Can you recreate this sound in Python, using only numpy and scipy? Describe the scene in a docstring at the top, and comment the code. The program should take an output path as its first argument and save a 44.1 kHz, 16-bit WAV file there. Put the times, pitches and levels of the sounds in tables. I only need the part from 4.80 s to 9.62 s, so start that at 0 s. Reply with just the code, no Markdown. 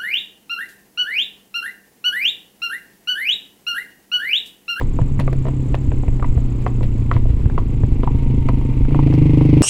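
"""Horse and engine on a concrete road

A horse walks, heard from the saddle: struck hooves ring as damped modes, the shoe rim clacks and grit snaps.
The stride thumps the microphone as low damped swings. A one-cylinder engine draws near and opens its throttle:
firing pulses excite pipe and muffler resonances, and shaped noise gives clatter and rasp; a thin tone whines.
Crickets chirp in falling tone pulses on the verge, over filtered noise for far street and wind."""
import sys
import numpy as np
from scipy import signal
from scipy.fft import rfft, irfft, next_fast_len
from scipy.io import wavfile

SR = 44100
rng = np.random.default_rng(int(sys.argv[2]) if len(sys.argv) > 2 else 0)


def generate_wav(sig):
    """Save sig (samples, or channels by samples) to the path in sys.argv[1] as 16-bit PCM at SR."""
    pcm = np.round(np.clip(np.atleast_2d(sig).T, -1, 1) * 32767).astype(np.int16)
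    wavfile.write(sys.argv[1], SR, pcm)


N = 212601
TIME = np.arange(N) / SR

# All levels are relative; spectra are levels per hertz before scaling to rms 1.
# hoof contacts: start_s, level_db, ring_hz, hollow_knock_db (re contact), crack_db (re contact)
HOOF_CONTACTS = [(0.012, -14, 1030, -9, -8), (0.189, -14, 910, -4.5, -20), (0.215, -25.5, 785, -10, -2.5),
                 (0.393, -27, 1220, -1.5, 6), (0.399, -16, 974, -9, 0), (0.478, -16.5, 1185, -7, -7.5),
                 (0.529, -22.5, 890, -1.5, 0.5), (0.654, -28, 920, 3.5, -1), (0.668, -24.5, 970, -0.5, -9),
                 (0.684, -24, 966, -3, -5), (0.944, -13.5, 1082, -7, -5.5), (1.118, -22.5, 820, -4, -4),
                 (1.235, -20, 740, -8.5, -25), (1.281, -30, 930, 1, 3.5), (1.397, -23.5, 780, -7, -5),
                 (1.426, -13, 1186, -12, -14), (1.444, -16, 1010, -16, -11), (1.576, -30.5, 950, 6, 0.5),
                 (1.864, -8.5, 1110, -9.5, -7), (2.009, -26.5, 940, -0.5, -23),
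                 (2.314, -10.5, 1107, -14, -8), (2.365, -14, 1020, -17.5, -7.5),
                 (2.456, -32.5, 920, 6, -17), (2.657, -29, 770, -9.5, 1), (2.699, -23, 716, -7.5, -2.5),
                 (2.779, -8, 1075, -13.5, -15), (3.035, -30, 800, 0.5, 4), (3.234, -14.5, 1020, -8.5, -19),
                 (3.275, -8.5, 930, -19, -18), (3.688, -8, 1022, -14, -12), (3.813, -23.5, 865, -14, -20),
                 (4.051, -29, 770, -6, 0), (4.108, -31, 1004, -4.5, 0), (4.146, -14.5, 1070, -10, -9.5),
                 (4.191, -9, 904, -19, -20), (4.276, -26.5, 860, 3.5, -6), (4.325, -23, 797, -5.5, -4),
                 (4.609, -16, 910, -12, -11)]
# modes of a hoof whose ring is HOOF_RING_HZ: frequency_hz, level_db, t60_s
HOOF_MODES = [(410, -10, 0.047), (518, -2, 0.024), (685, -8, 0.037), (1088, -1.5, 0.016),
              (1263, -23, 0.042), (1733, -11, 0.013), (1976, 3.5, 0.0071), (2596, -50, 0.03),
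              (3200, -24.5, 0.0035), (5100, -55, 0.01)]
HOOF_RING_HZ = 1094
# the heel lands first and the toe follows, softer and lower
TOE_LAG_S, TOE_DB, TOE_PITCH_RATIO = 0.00496, -10.5, 0.9
# noise of the crack on concrete: frequency_hz, level_db
CRACK_SPECTRUM = [(350, -2.5), (700, 11.5), (1200, 8), (1650, -13.5), (2300, 2), (3100, -10.5),
                  (4500, -25.5), (8000, -30.5), (15000, -52)]
# hard strikes on the shoe rim: start_s, level_db, pitch_hz
RIM_CLACKS = [(.478, -31, 2050), (.944, -19.5, 2540), (1.447, -23, 1980), (1.866, -29, 1960),
              (2.3142, -6, 1284), (2.3149, -16, 1890), (2.779, -39, 1280)]
# grit crushed under a sliding hoof: start_s, level_db, length_s
SCUFFS = [(.005, -36.5, 0.031), (0.2, -38.5, 0.017), (.399, -25, 0.019), (0.513, -42, 0.0076),
          (0.664, -36, 0.035), (0.949, -29.5, 0.012), (1.806, -41, 0.029), (1.87, -37, 0.019),
          (2.029, -31, 0.021), (2.331, -33, 0.041), (2.485, -38.5, .04), (2.78, -32.5, 0.016),
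          (3.23, -32.5, 0.019), (3.683, -30, 0.013), (4.331, -31, 0.02)]
# noise of crushed grit: frequency_hz, level_db
GRIT_SPECTRUM = [(500, 27), (1200, 9), (2800, 12), (4500, 0.5), (7000, -13.5), (11000, -13.5),
                 (15000, -27.5)]
# single pebbles snapping under the shoe: start_s, level_db
PEBBLE_SNAPS = [(0.3985, -24.5), (.4075, -39), (0.5317, -38.5), (1.817, -40), (2.041, -38), (3.583, -38),
                (3.69, -36), (4.34, -31), (4.354, -32.5)]
# noise of a snapping pebble: frequency_hz, level_db
SNAP_SPECTRUM = [(800, -8.5), (2500, 0.5), (4500, 21.5), (7500, -15), (11500, 14), (15500, -29.5)]
# jolts of the ride: start_s, level_db, pitch_hz
RIDE_THUMPS = [(0.215, -3.5, 104), (0.391, -6, 138), (1.084, -5, 91), (1.282, -3, 56.5), (1.567, -1.5, 73),
               (2.358, -5, 94), (2.502, -1, 59.4), (2.536, -3.5, 53.6), (2.658, -2, 102), (3.034, -2, 103),
               (3.118, -9.5, 73.6), (3.345, -7, 97.5)]

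# engine speed, sinking but for one brief rise around the throttle opening: time_s, firings_per_s
FIRING_RATE = [(0, 36.39), (.34, 33.305), (1.06, 32.284), (1.26, 31.376), (2.52, 28.488), (2.98, 26.596),
               (3.98, 25.341), (4.15, 28.436), (4.37, 25.591)]
# weak firings on the overrun: time_s
MISFIRES = [3.385, 3.618, 3.815, 3.932, 4.048]
# lowest exhaust pipe resonance with the throttle shut: time_s, frequency_hz
PIPE_RESONANCE = [(0, 127.7), (.9, 138), (1.5, 131.2), (2.2, 116.2), (2.9, 127), (3.6, 128.7)]
# hotter gas raises the pipe's pitch once the throttle opens
THROTTLE_S, PIPE_RISE_HZ, PIPE_RISE_S = 4.06, 16.4, 0.078
# muffler resonances when the pipe is at MUFFLER_PIPE_HZ: frequency_hz, width_hz, level_db
MUFFLER_MODES = [(233.4, 60, 4.5), (307.3, 44.6, 6.5), (390, 65, -12), (464, 27, -5)]
MUFFLER_PIPE_HZ = 145
# noise of the clattering casing: frequency_hz, level_db
CLATTER_SPECTRUM = [(300, 10.5), (550, 6.5), (760, 11), (950, 10.5), (1250, -1), (1700, -8.5), (2050, 8),
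                    (2800, 3.5), (3300, -4), (5000, -17.5), (6500, -19), (9000, -25.5), (11500, -22),
                    (16000, -50)]
# noise of the bright treble hiss: frequency_hz, level_db
RASP_SPECTRUM = [(1500, -24), (3000, -1), (4500, 4), (6500, -8.5), (11000, -14), (16000, -27)]
# the vehicle draws near: time_s, distance_m
VEHICLE_DISTANCE = [(0, 31), (.5, 28.7), (2.8, 28), (3.4, 13.8), (4.05, 13.2), (4.82, 7.4)]
REFERENCE_M = 30
# rows boom, bark, clatter: level_db (at REFERENCE_M), gain_db (per halving of distance),
# gain_db (throttle open), rise_s (time to reach that gain)
ENGINE_LEVELS = [(-22.5, 2.5, 10.5, 0.29), (-30, 7, 4.5, 0.12), (-52, 5.5, 5, .07)]
# whine of the coasting vehicle, sagging as it slows; WHINE_HZ is the starting pitch
WHINE_START_S, WHINE_END_S, WHINE_FADE_S = 3.27, 4.24, 0.08
WHINE_HZ, WHINE_SAG_HZ_PER_S, WHINE_DB, WHINE_WAVER_DB = 928, 22, -46, 1.5

# runs of chirps: first_s, last_s, chirp_count, level_db (re the nearest cricket)
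CHIRP_RUNS = [(.008, .445, 8, 0), (.504, 2.298, 31, 0), (2.36, 2.78, 8, -3), (2.88, 4.63, 30, 0),
              (.70, 2.82, 35, -7)]
# the crickets fall behind as the horse walks on; each wing stroke fades as it goes
CRICKET_DB, RECEDE_DB_PER_S, STROKE_FADE_DB = -46, 2.15, -9.5
# far street noise: frequency_hz, level_db
STREET_SPECTRUM = [(100, -21), (180, -2), (300, 4), (450, -9), (700, -19.5), (1000, -18.5), (1600, -30),
                   (2500, -31), (4000, -35.5), (6000, -43.5), (9000, -49), (11300, -44), (15500, -62.5)]
# wind noise on the microphone: frequency_hz, level_db
WIND_SPECTRUM = [(5, 3.5), (18, 8.5), (35, 0), (60, -2.5), (90, -7.5), (130, -10), (200, -21), (400, -41.5),
                 (900, -81)]
# wind strength: time_s, level_db
GUSTS = [(0, -21), (1.1, -19.5), (1.3, -17.5), (1.9, -21), (2.5, -17), (4.06, -16.5), (4.82, -24.5)]
EDGE_HZ = 15800  # upper band limit


def hooves():
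    """Modal impact: heel and toe each excite damped hoof modes and a short noise crack on the concrete."""
    ringing, bursts = np.zeros((2, N))
    t = np.arange(4000) / SR
    hz, db, t60 = np.transpose(HOOF_MODES)[:, :, None]
    low, high = hz < 800, hz > 1450  # the hollow knock and the bright crack
    outer = low | high
    # outer modes follow the hoof's ring only by its square root
    pitch_power = np.where(outer, 0.5, 1)
    chance = rng.standard_normal((len(HOOF_CONTACTS), 2, 2, len(hz), 1))
    for (s, contact_db, ring_hz, knock_db, crack_db), pair in zip(HOOF_CONTACTS, chance):
        heel = (s, contact_db, ring_hz)
        toe = (s + TOE_LAG_S, contact_db + TOE_DB, ring_hz * TOE_PITCH_RATIO)
        for (at, hit_db, hit_hz), (detune, uneven) in zip((heel, toe), pair):
            scatter = 1 + 0.04 * detune * outer
            mode_hz = hz * (hit_hz / HOOF_RING_HZ) ** pitch_power * scatter
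            mode_db = db + low * (knock_db + 6.5) + high * (crack_db - 3.0) + 1.5 * uneven
            modes = amp(mode_db - 60 * t / t60) * np.sin(2 * np.pi * mode_hz * t)
            add(ringing, at, amp(hit_db + 4.0) * modes.sum(0) * (1 - np.exp(-t / 0.0008)))
            crack = np.exp(-t / 0.0016) * (1 - np.exp(-t / 0.00035))
            add(bursts, at, amp(hit_db + crack_db) * crack)
    return ringing + bursts * noise(CRACK_SPECTRUM)


def clacks():
    """Damped resonance: the rim meets the concrete and rings for a few milliseconds."""
    out, t = np.zeros(N), np.arange(1000) / SR
    envelope = np.exp(-t / 0.0012) * (1 - np.exp(-t / 0.00028))
    for s, db, hz in RIM_CLACKS:
        add(out, s, amp(db) * envelope * np.sin(2 * np.pi * hz * t))
    return out


def grit():
    """Granular fracture: sparse random impulses of uneven size are filtered and swell and die with each scuff."""
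    pressure, t = np.zeros(N), np.arange(8000) / SR
    for s, db, length in SCUFFS:
        add(pressure, s, amp(db) * (1 - np.exp(-t / 0.00049)) * np.exp(-(t / length) ** 2))
    size = amp(2.8 * np.minimum(rng.exponential(1, N), 4))
    occurs = rng.random(N) < 4000 / SR  # 4000 grains a second on average
    grains = rng.standard_normal(N) * size * occurs
    return unit(colour(grains, GRIT_SPECTRUM)) * pressure


def snaps():
    """Brittle fracture: a pebble gives way in one short, exponentially decaying noise burst."""
    burst, t = np.zeros(N), np.arange(600) / SR
    for s, db in PEBBLE_SNAPS:
        add(burst, s, amp(db) * np.exp(-t / 0.00035))
    return noise(SNAP_SPECTRUM) * burst


def thumps():
    """Damped oscillation: the stride jolts the microphone into a short, low swing."""
    out, t = np.zeros(N), np.arange(6000) / SR
    u = t / 0.0038
    for s, db, hz in RIDE_THUMPS:
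        add(out, s, amp(db) * u * np.exp(1 - u) * np.sin(2 * np.pi * hz * t))
    return out


def engine():
    """Pulse-excited resonance: firings boom in the pipe, bark in the muffler and set the casing clattering."""
    (rate,), (pipe_hz, boom_db, bark_db, clatter_db) = follow(FIRING_RATE), effort()
    cycles = np.cumsum(rate) / SR + 0.1234
    at = np.flatnonzero(np.diff(np.floor(cycles)))
    weak = abs(at[:, None] / SR - np.array(MISFIRES)).min(1) < 0.015
    uneven = rng.standard_normal((len(at), 2))
    soft, sharp = np.zeros((2, N))
    soft[at] = amp(0.5 * uneven[:, 0] - 4.7 * weak)
    sharp[at] = amp(1.1 * uneven[:, 1] - 10 * weak)
    # gas leaves in rounded puffs; the long pipe swells more slowly than the muffler
    push = signal.oaconvolve(soft, np.hanning(round(0.005 * SR)))[:N]
    puffs = signal.oaconvolve(sharp, np.hanning(round(0.0026 * SR)))[:N]
    # each puff comes back once after running the length of the pipe
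    puffs = puffs + amp(-5.5) * np.interp(TIME - 1.04 / pipe_hz, TIME, puffs)
    boom = unit(ring(push, pipe_hz, width=12))
    shift = (pipe_hz / MUFFLER_PIPE_HZ) ** 0.8
    bark = unit(sum(amp(db) * ring(puffs, hz * shift, width) for hz, width, db in MUFFLER_MODES))
    # the narrow tailpipe radiates little deep bass
    gas = amp(boom_db + 1.5) * boom + amp(bark_db + 0.9) * bark
    exhaust = signal.lfilter(*signal.butter(1, 60, "high", fs=SR), gas)
    # the casing hisses with the exhaust stroke and again as the valves shut
    phase = cycles % 1
    exhaust_stroke = 0.62 * np.exp(-((phase - 0.06) / 0.045) ** 2)
    valves_shut = 0.73 * np.exp(-((phase - 0.28) / 0.11) ** 2)
    strokes = 0.54 + exhaust_stroke + valves_shut
    clatter = unit(noise(CLATTER_SPECTRUM) * strokes)
    # the bright treble hiss grows twice as many decibels as the clatter
    rasp = amp(2 * clatter_db + 17.5) * unit(noise(RASP_SPECTRUM) * strokes)
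    return exhaust + amp(clatter_db) * clatter + rasp


def effort():
    """Distance and load: pipe pitch follows the throttle; boom, bark and clatter levels follow both."""
    def opened(rise_s):
        return np.clip((TIME - THROTTLE_S) / rise_s, 0, 1)

    halvings = np.log2(REFERENCE_M / follow(VEHICLE_DISTANCE)[0])
    levels = [far_db + near_db * halvings + open_db * opened(rise_s)
              for far_db, near_db, open_db, rise_s in ENGINE_LEVELS]
    pipe_hz = follow(PIPE_RESONANCE)[0] + PIPE_RISE_HZ * opened(PIPE_RISE_S)
    return pipe_hz, *levels


def whine():
    """Frequency modulation: a thin sine sags in pitch and wavers at random while the vehicle coasts."""
    hz = WHINE_HZ - WHINE_SAG_HZ_PER_S * (TIME - WHINE_START_S)
    inside_s = np.minimum(TIME - WHINE_START_S, WHINE_END_S - TIME)
    heard = np.clip(inside_s / WHINE_FADE_S, 0, 1)
    angle = 2 * np.pi * np.cumsum(hz * (1 + 0.007 * drift(70))) / SR
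    return heard * amp(WHINE_DB + WHINE_WAVER_DB * drift(56)) * np.sin(angle)


def crickets():
    """Stridulation: a chirp is two wing strokes, each a tone that falls and fades as the wing slows."""
    u = np.linspace(0, 1, round(0.012 * SR))  # progress through a stroke
    out = np.zeros(N)
    top_hz, fall_hz = 7980, 1750
    swell = np.sin(np.pi * u).clip(0) ** 0.3
    for first, last, count, db in CHIRP_RUNS:
        chance = rng.standard_normal((count, 2, 5))
        for s, pair in zip(np.linspace(first, last, count), chance):
            receding_db = CRICKET_DB - RECEDE_DB_PER_S * s
            for lag, (late, loud, sharp, fade, start) in zip((0, 0.021), pair):
                hz = (top_hz - fall_hz * u ** 1.2) * (1 + 0.0074 * sharp)
                tone = np.sin(2 * np.pi * (np.cumsum(hz) / SR + start))
                stroke_db = db + receding_db + 1.0 * loud + (STROKE_FADE_DB + 2.4 * fade) * u
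                add(out, s + lag + 0.00087 * late, amp(stroke_db) * swell * tone)
    return out


def air():
    """Broadband noise: far street noise drifts in level, and wind on the microphone follows its gusts."""
    street = amp(-35.5 + 1.0 * drift(30)) * noise(STREET_SPECTRUM)
    wind = amp(follow(GUSTS)[0] + 3.5) * noise(WIND_SPECTRUM)
    return street + wind


def roadside(x, t60, wet_db):
    """Diffuse scattering: sparse, decaying random echoes stand for the kerb and verge."""
    t = np.arange(SR // 2) / SR
    occurs = rng.random(len(t)) < 2500 / SR
    taps = rng.standard_normal(len(t)) * occurs * amp(-60 * t / t60) * (t > 0.003)
    taps *= amp(wet_db) / np.linalg.norm(taps)
    return x + signal.fftconvolve(x, taps)[:N]


def ring(x, hz, width):
    """Resonance: a one-pole filter in a turning frame gives a decaying mode whose frequency may move."""
    turn = np.exp(2j * np.pi * np.cumsum(hz * np.ones(N)) / SR)
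    decay = np.exp(-np.pi * width / SR)
    return (turn * signal.lfilter([1], [1, -decay], x / turn + 1e-18)).imag


def noise(points):
    """Spectral shaping: white noise filtered to the given spectrum, at rms 1."""
    return unit(colour(rng.standard_normal(next_fast_len(N)), points)[:N])


def colour(x, points):
    """Linear filtering: weights the spectrum by (frequency_hz, level_db) points on a log-frequency axis."""
    hz, db = np.transpose(points)
    f = np.fft.rfftfreq(len(x), 1 / SR)
    gain = amp(np.interp(np.log(f + 1), np.log(hz), db))
    return irfft(rfft(x) * gain, len(x))


def drift(per_s):
    """Random fluctuation: joins per_s chance values a second by straight lines, at rms 1."""
    return unit(np.interp(TIME * per_s, np.arange(4000), rng.standard_normal(4000)))


def follow(rows):
    """Linear interpolation: the columns of a timed curve at every sample."""
    s, *columns = np.transpose(rows)
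    return [np.interp(TIME, s, c) for c in columns]


def add(mix, s, sound):
    """Superposition: adds a sound into the mix at time s, in place."""
    part = mix[max(round(s * SR), 0):][:len(sound)]
    part += sound[:len(part)]


def amp(db):
    """Logarithmic level: decibels to amplitude gain."""
    return 10 ** (np.asarray(db) / 20)


def unit(x):
    """Normalisation: scales to rms 1."""
    return x / np.sqrt(np.mean(x ** 2) + 1e-20)


def scene():
    """Superposition of horse, vehicle, insects and air in one channel."""
    horse = roadside(hooves() + clacks() + grit() + snaps(), t60=0.2, wet_db=-13.0)
    verge = roadside(crickets(), t60=0.21, wet_db=-8.5)
    return (horse + thumps() + engine() + whine() + verge + air())[None]


def record(dry):
    """Transduction: loss of the deepest bass, soft overload near full scale, then the band limit."""
    thin = signal.sosfilt(signal.butter(2, 11, "high", fs=SR, output="sos"), dry)
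    held = thin / (1 + abs(thin) ** 8) ** (1 / 8)
    low_pass = signal.firwin(511, EDGE_HZ, window=("kaiser", 9), fs=SR)
    return signal.oaconvolve(held, low_pass[None], "same")


dry = scene()
out = record(dry)
generate_wav(out)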